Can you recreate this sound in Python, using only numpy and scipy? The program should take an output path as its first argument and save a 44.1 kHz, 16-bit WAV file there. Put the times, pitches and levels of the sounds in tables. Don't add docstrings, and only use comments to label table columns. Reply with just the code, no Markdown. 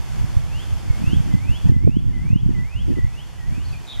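import sys
import numpy as np
from scipy import signal
from scipy.fft import rfft, irfft
from scipy.io import wavfile
from scipy.ndimage import uniform_filter1d

SR = 44100
rng = np.random.default_rng(int(sys.argv[2]) if len(sys.argv) > 2 else 0)


def master_out(mix):
    frames = np.transpose(np.atleast_2d(mix))
    ceiling = np.clip(frames, -1, 1)
    pcm = np.round(ceiling * 32767).astype(np.int16)
    wavfile.write(sys.argv[1], SR, pcm)


N = 176400
T = np.arange(N) / SR


# end_s, low_pitch_hz, top_pitch_hz, opening_db, glide_db, flare_db
WHISTLES = [(.63, 2187, 3470, -56, -36, -36), (1.16, 2136, 3445, -45.5, -33.5, -34),
            (1.576, 2010, 3445, -41, -33, -33), (1.99, 1983, 3400, -36, -30, -30.5),
            (2.4, 1994, 3394, -33.5, -30.5, -31), (2.814, 1966, 3366, -33, -31.5, -30),
            (3.225, 1935, 3373, -33, -40, -34.5), (3.649, 1886, 3326, -40, -34.5, -43.5)]
# time_from_end_s, rise_share (0 = low pitch, 1 = top pitch)
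WHISTLE_RISE = [(-.275, .09), (-.255, .04), (-.225, 0), (-.195, .02), (-.16, .12), (-.13, .24), (-.1, .36),
                (-.07, .5), (-.03, .73), (-.005, .96), (.008, 1.02)]
# time_from_end_s, gain_db
WHISTLE_SWELL = [(-.28, -39), (-.266, -2), (-.2, -2), (-.158, -9.5), (-.12, -11.5), (-.09, -4.5),
                 (-.055, -5), (-.028, 1), (-.004, -7), (.012, -15.5)]

def songbird():
    waver_share, flutter_db = 0.00424, 1.65
    waver = 1 + waver_share * wander(120)
    flutter = gain(flutter_db * wander(90))
    song = np.zeros(N)
    for end_s, low_hz, top_hz, opening_db, glide_db, flare_db in WHISTLES:
        t = T - end_s
        rise = uniform_filter1d(curve(WHISTLE_RISE, t), size=400)
        pitch_hz = low_hz + (top_hz - low_hz) * rise
        level_db = np.interp(t, [-.17, -.12, -.077, -.042], [opening_db, glide_db, glide_db, flare_db])
        level_db += curve(WHISTLE_SWELL, t)
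        singing = (t > WHISTLE_SWELL[0][0]) & (t < WHISTLE_SWELL[-1][0])
        song += tone(pitch_hz * waver) * gain(level_db) * flutter * singing
        song += chip(start_s=end_s - .322, length_s=.046, from_hz=1.04 * low_hz, to_hz=.85 * low_hz,
                     level_db=opening_db - 10.5, buzz_share=waver_share)
    return song


def chip(start_s, length_s, from_hz, to_hz, level_db, buzz_share):
    buzz_hz = 138.9
    progress = np.clip((T - start_s) / length_s, 0, 1)
    buzz_phase = 2 * np.pi * (buzz_hz * (T - start_s) + 0.123 * wander(200))
    wobble = buzz_share * (np.sin(buzz_phase) + 0.706 * wander(900))
    throb = 1 + min(15 * buzz_share, 1) * np.cos(buzz_phase)
    pitch_hz = (from_hz + (to_hz - from_hz) * progress) * (1 + wobble)
    return gain(level_db) * np.sin(np.pi * progress) * throb * tone(pitch_hz)


# start_s, length_s, from_hz, to_hz, level_db, buzz_share (of the pitch)
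CHIPS = [(3.642, 0.03, 4100, 4770, -41, 0.024), (3.672, 0.038, 4750, 3910, -44, .025),
         (3.708, 0.038, 4630, 4690, -46, 0.0145), (3.722, 0.039, 2665, 2300, -33.5, 0.0046),
         (3.864, .098, 3865, 3453, -31.5, 0.05), (3.915, 0.057, 3360, 3140, -37, .04),
         (3.966, 0.047, 1880, 2120, -46, 0.0033)]

def other_birds():
    return sum(chip(*row) for row in CHIPS)


def pond(birds):
    echo_s, tail_s, tail_width = .189, 0.7, 0.29
    direct = np.array([birds, delay(birds, seconds=.00003)])
    echo = gain(-14.5) * highpass(delay(birds, echo_s), hz=2180)
    tail = rng.standard_normal((2, N)) * np.exp(-np.log(1000) * T / tail_s)
    tail /= np.sqrt((tail ** 2).sum(axis=1, keepdims=True))
    middle, side = signal.fftconvolve(highpass(birds, hz=1470)[None], tail, axes=1)[:, :N]
    trees = middle + tail_width * np.array([side, -side])
    return (direct + echo) * pan(0.5) + gain(-5) * trees


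# time_s, pitch_hz, peak_db
BUFFETS = [(0.246, 105, -5.5), (0.372, 89, -1), (0.907, 88, -2), (1.043, 150, -10), (1.078, 96, -4.5),
           (1.134, 200, -5), (1.147, 115, -12), (1.172, 116, -7), (1.206, 112, -4.5), (1.341, 150, -2),
           (1.353, 133, -2.5), (1.497, 99, -5.5), (1.649, 95, -7.5), (1.66, 137, -2.5), (1.671, 139, -5.5),
           (1.697, 104, -1), (1.704, 140, -5), (1.72, 190, -8), (1.767, 151, -4), (1.851, 105, -0.5),
           (1.872, 140, -.5), (1.877, 380, -3.5), (1.887, 161, -4), (1.895, 175, -5), (1.97, 200, -2),
           (2.307, 140, -4), (2.333, 105, -1.5), (2.361, 165, -2), (2.435, 110, -6), (2.463, 133, -1.5),
           (2.493, 217, -6.5), (2.509, 210, -11), (2.759, 72, -12), (3.047, 96, -5.5), (3.527, 157, -17),
           (3.581, 178, -13)]

def wind():
    half_width_cycles = 0.51 / 1.76
    push = turbulence()
    shared = gain(-14) * turbulence()
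    for (time_s, pitch_hz, peak_db), offset in zip(BUFFETS, rng.random(len(BUFFETS))):
        cycles = (T - time_s) * pitch_hz
        kick = gain(peak_db) / np.cosh(cycles / half_width_cycles)
        phase = 2 * np.pi * (cycles + offset)
        push += kick * np.cos(phase)
        shared += gain(-17.5) * kick * np.sin(phase)
    return np.array([push, -push]) * pan(-2.23) + shared


# time_s, strength_db
WIND_STRENGTH = [(0, -24), (.08, -29), (.19, -17), (.3, -23.5), (.55, -24.5), (.85, -25), (1, -19),
                 (1.17, -15), (1.3, -19), (1.41, -23), (1.48, -18.5), (1.61, -26), (1.7, -14), (1.8, -20),
                 (1.93, -21), (2.05, -21.5), (2.19, -17), (2.25, -22), (2.34, -19.5), (2.48, -21),
                 (2.6, -17), (2.71, -33.5), (2.78, -21), (3.04, -19.5), (3.11, -28.5), (3.38, -31),
                 (3.52, -20.5), (3.8, -28.5), (3.9, -36), (4, -26)]
# frequency_hz, level_db
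SWIRL_COLOUR = [(10, -8), (22, -4.5), (50, 2.5), (95, 0), (135, -3), (180, -13), (250, -50), (500, -80),
                (2000, -79)]
# frequency_hz, level_db
EDDY_COLOUR = [(40, -54), (110, -1.5), (180, 1.5), (260, -5), (360, -13.5), (550, -38.5), (800, -43),
               (1500, -42), (5000, -59)]

def turbulence():
    strong_wind_db, eddy_growth = -14.5, 1.89
    wind_db = curve(WIND_STRENGTH, T)
    swirl_db = wind_db - 1
    eddy_db = eddy_growth * (wind_db - strong_wind_db) - 22.5
    swirl = coloured_noise(SWIRL_COLOUR) * gain(swirl_db + 3.5 * wander(24.79))
    eddies = coloured_noise(EDDY_COLOUR) * gain(eddy_db + 5 * wander(45))
    return swirl + eddies + puffs()


# start_s, length_s, level_db
PUFFS = [(2.873, 0.067, -20), (2.97, 0.025, -18)]
# frequency_hz, level_db
PUFF_COLOUR = [(40, -25), (150, -2), (230, 1), (340, -2), (450, -15), (600, -23), (900, -46), (3000, -72)]

def puffs():
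    swell = np.zeros(N)
    for start_s, length_s, level_db in PUFFS:
        progress = np.clip((T - start_s) / length_s, 0, 1)
        swell += gain(level_db) * np.sqrt(np.abs(np.sin(np.pi * progress)))
    return swell * coloured_noise(PUFF_COLOUR)


# frequency_hz, level_db
HISS_MIDDLE_COLOUR = [(30, -23), (200, 7.5), (400, 2), (600, 1.5), (830, 5), (1200, 0), (1700, -1.5),
                      (2400, -3), (3600, -4.5), (3930, -14.5), (4250, -7), (7300, -9.5), (8100, -14),
                      (12000, -16.5), (14000, -26), (15000, -45)]
# frequency_hz, level_db
HISS_SIDE_COLOUR = [(30, -4.5), (300, -2.5), (700, -2.5), (1400, -9.5), (2600, -11.5), (3600, -12.5),
                    (3930, -28), (4250, -15.5), (7300, -16), (8100, -18), (12000, -18.5), (14000, -34),
                    (15000, -22)]

def hiss():
    middle = gain(-42) * coloured_noise(HISS_MIDDLE_COLOUR)
    side = gain(-45) * coloured_noise(HISS_SIDE_COLOUR)
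    return np.array([middle + side, middle - side]) * gain(.5 * wander(12))


def gain(db):
    return 10 ** (np.asarray(db) / 20)


def curve(rows, at):
    return np.interp(at, *np.array(rows).T)


def wander(rate_hz):
    hold = int(SR / rate_hz)
    steps = np.repeat(rng.standard_normal(N)[:N // hold + 1], hold)
    return 1.3 * uniform_filter1d(uniform_filter1d(steps, hold), hold)[:N]


def coloured_noise(colour):
    hz, db = np.array(colour).T
    all_hz = np.maximum(np.fft.rfftfreq(N, 1 / SR), 1)
    shape = gain(np.interp(np.log(all_hz), np.log(hz), db))
    noise = irfft(rfft(rng.standard_normal(N)) * shape, N)
    return noise / noise.std()


def highpass(sound, hz):
    return signal.sosfilt(signal.butter(4, hz, "high", fs=SR, output="sos"), sound)


def delay(sound, seconds):
    return np.interp(T - seconds, T, sound, left=0)


def pan(db):
    return gain(np.array([[db], [-db]]) / 2)


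def tone(pitch_hz):
    return np.sin(2 * np.pi * np.cumsum(pitch_hz) / SR)


# time_s, gain_db
DISTANT_LEVEL = [(0, -0.5), (.35, -1), (.41, -3), (.7, -2), (1.1, -0.5), (1.39, -4), (1.685, -3),
                 (1.72, -10), (1.94, -13), (2.3, -8.5), (2.36, -12.5), (2.68, -8.5), (3.1, -7.5),
                 (3.63, -6), (4, -4)]

def scene():
    birds = songbird() + other_birds()
    distant = pond(birds) + hiss()
    return distant * gain(curve(DISTANT_LEVEL, T)) + wind()


def record(dry):
    top_hz = 15000
    rounded = dry / (1 + dry ** 8) ** (1 / 8)
    return signal.sosfilt(signal.ellip(8, .2, 70, top_hz, fs=SR, output="sos"), rounded)


dry = scene()
out = record(dry)
master_out(out)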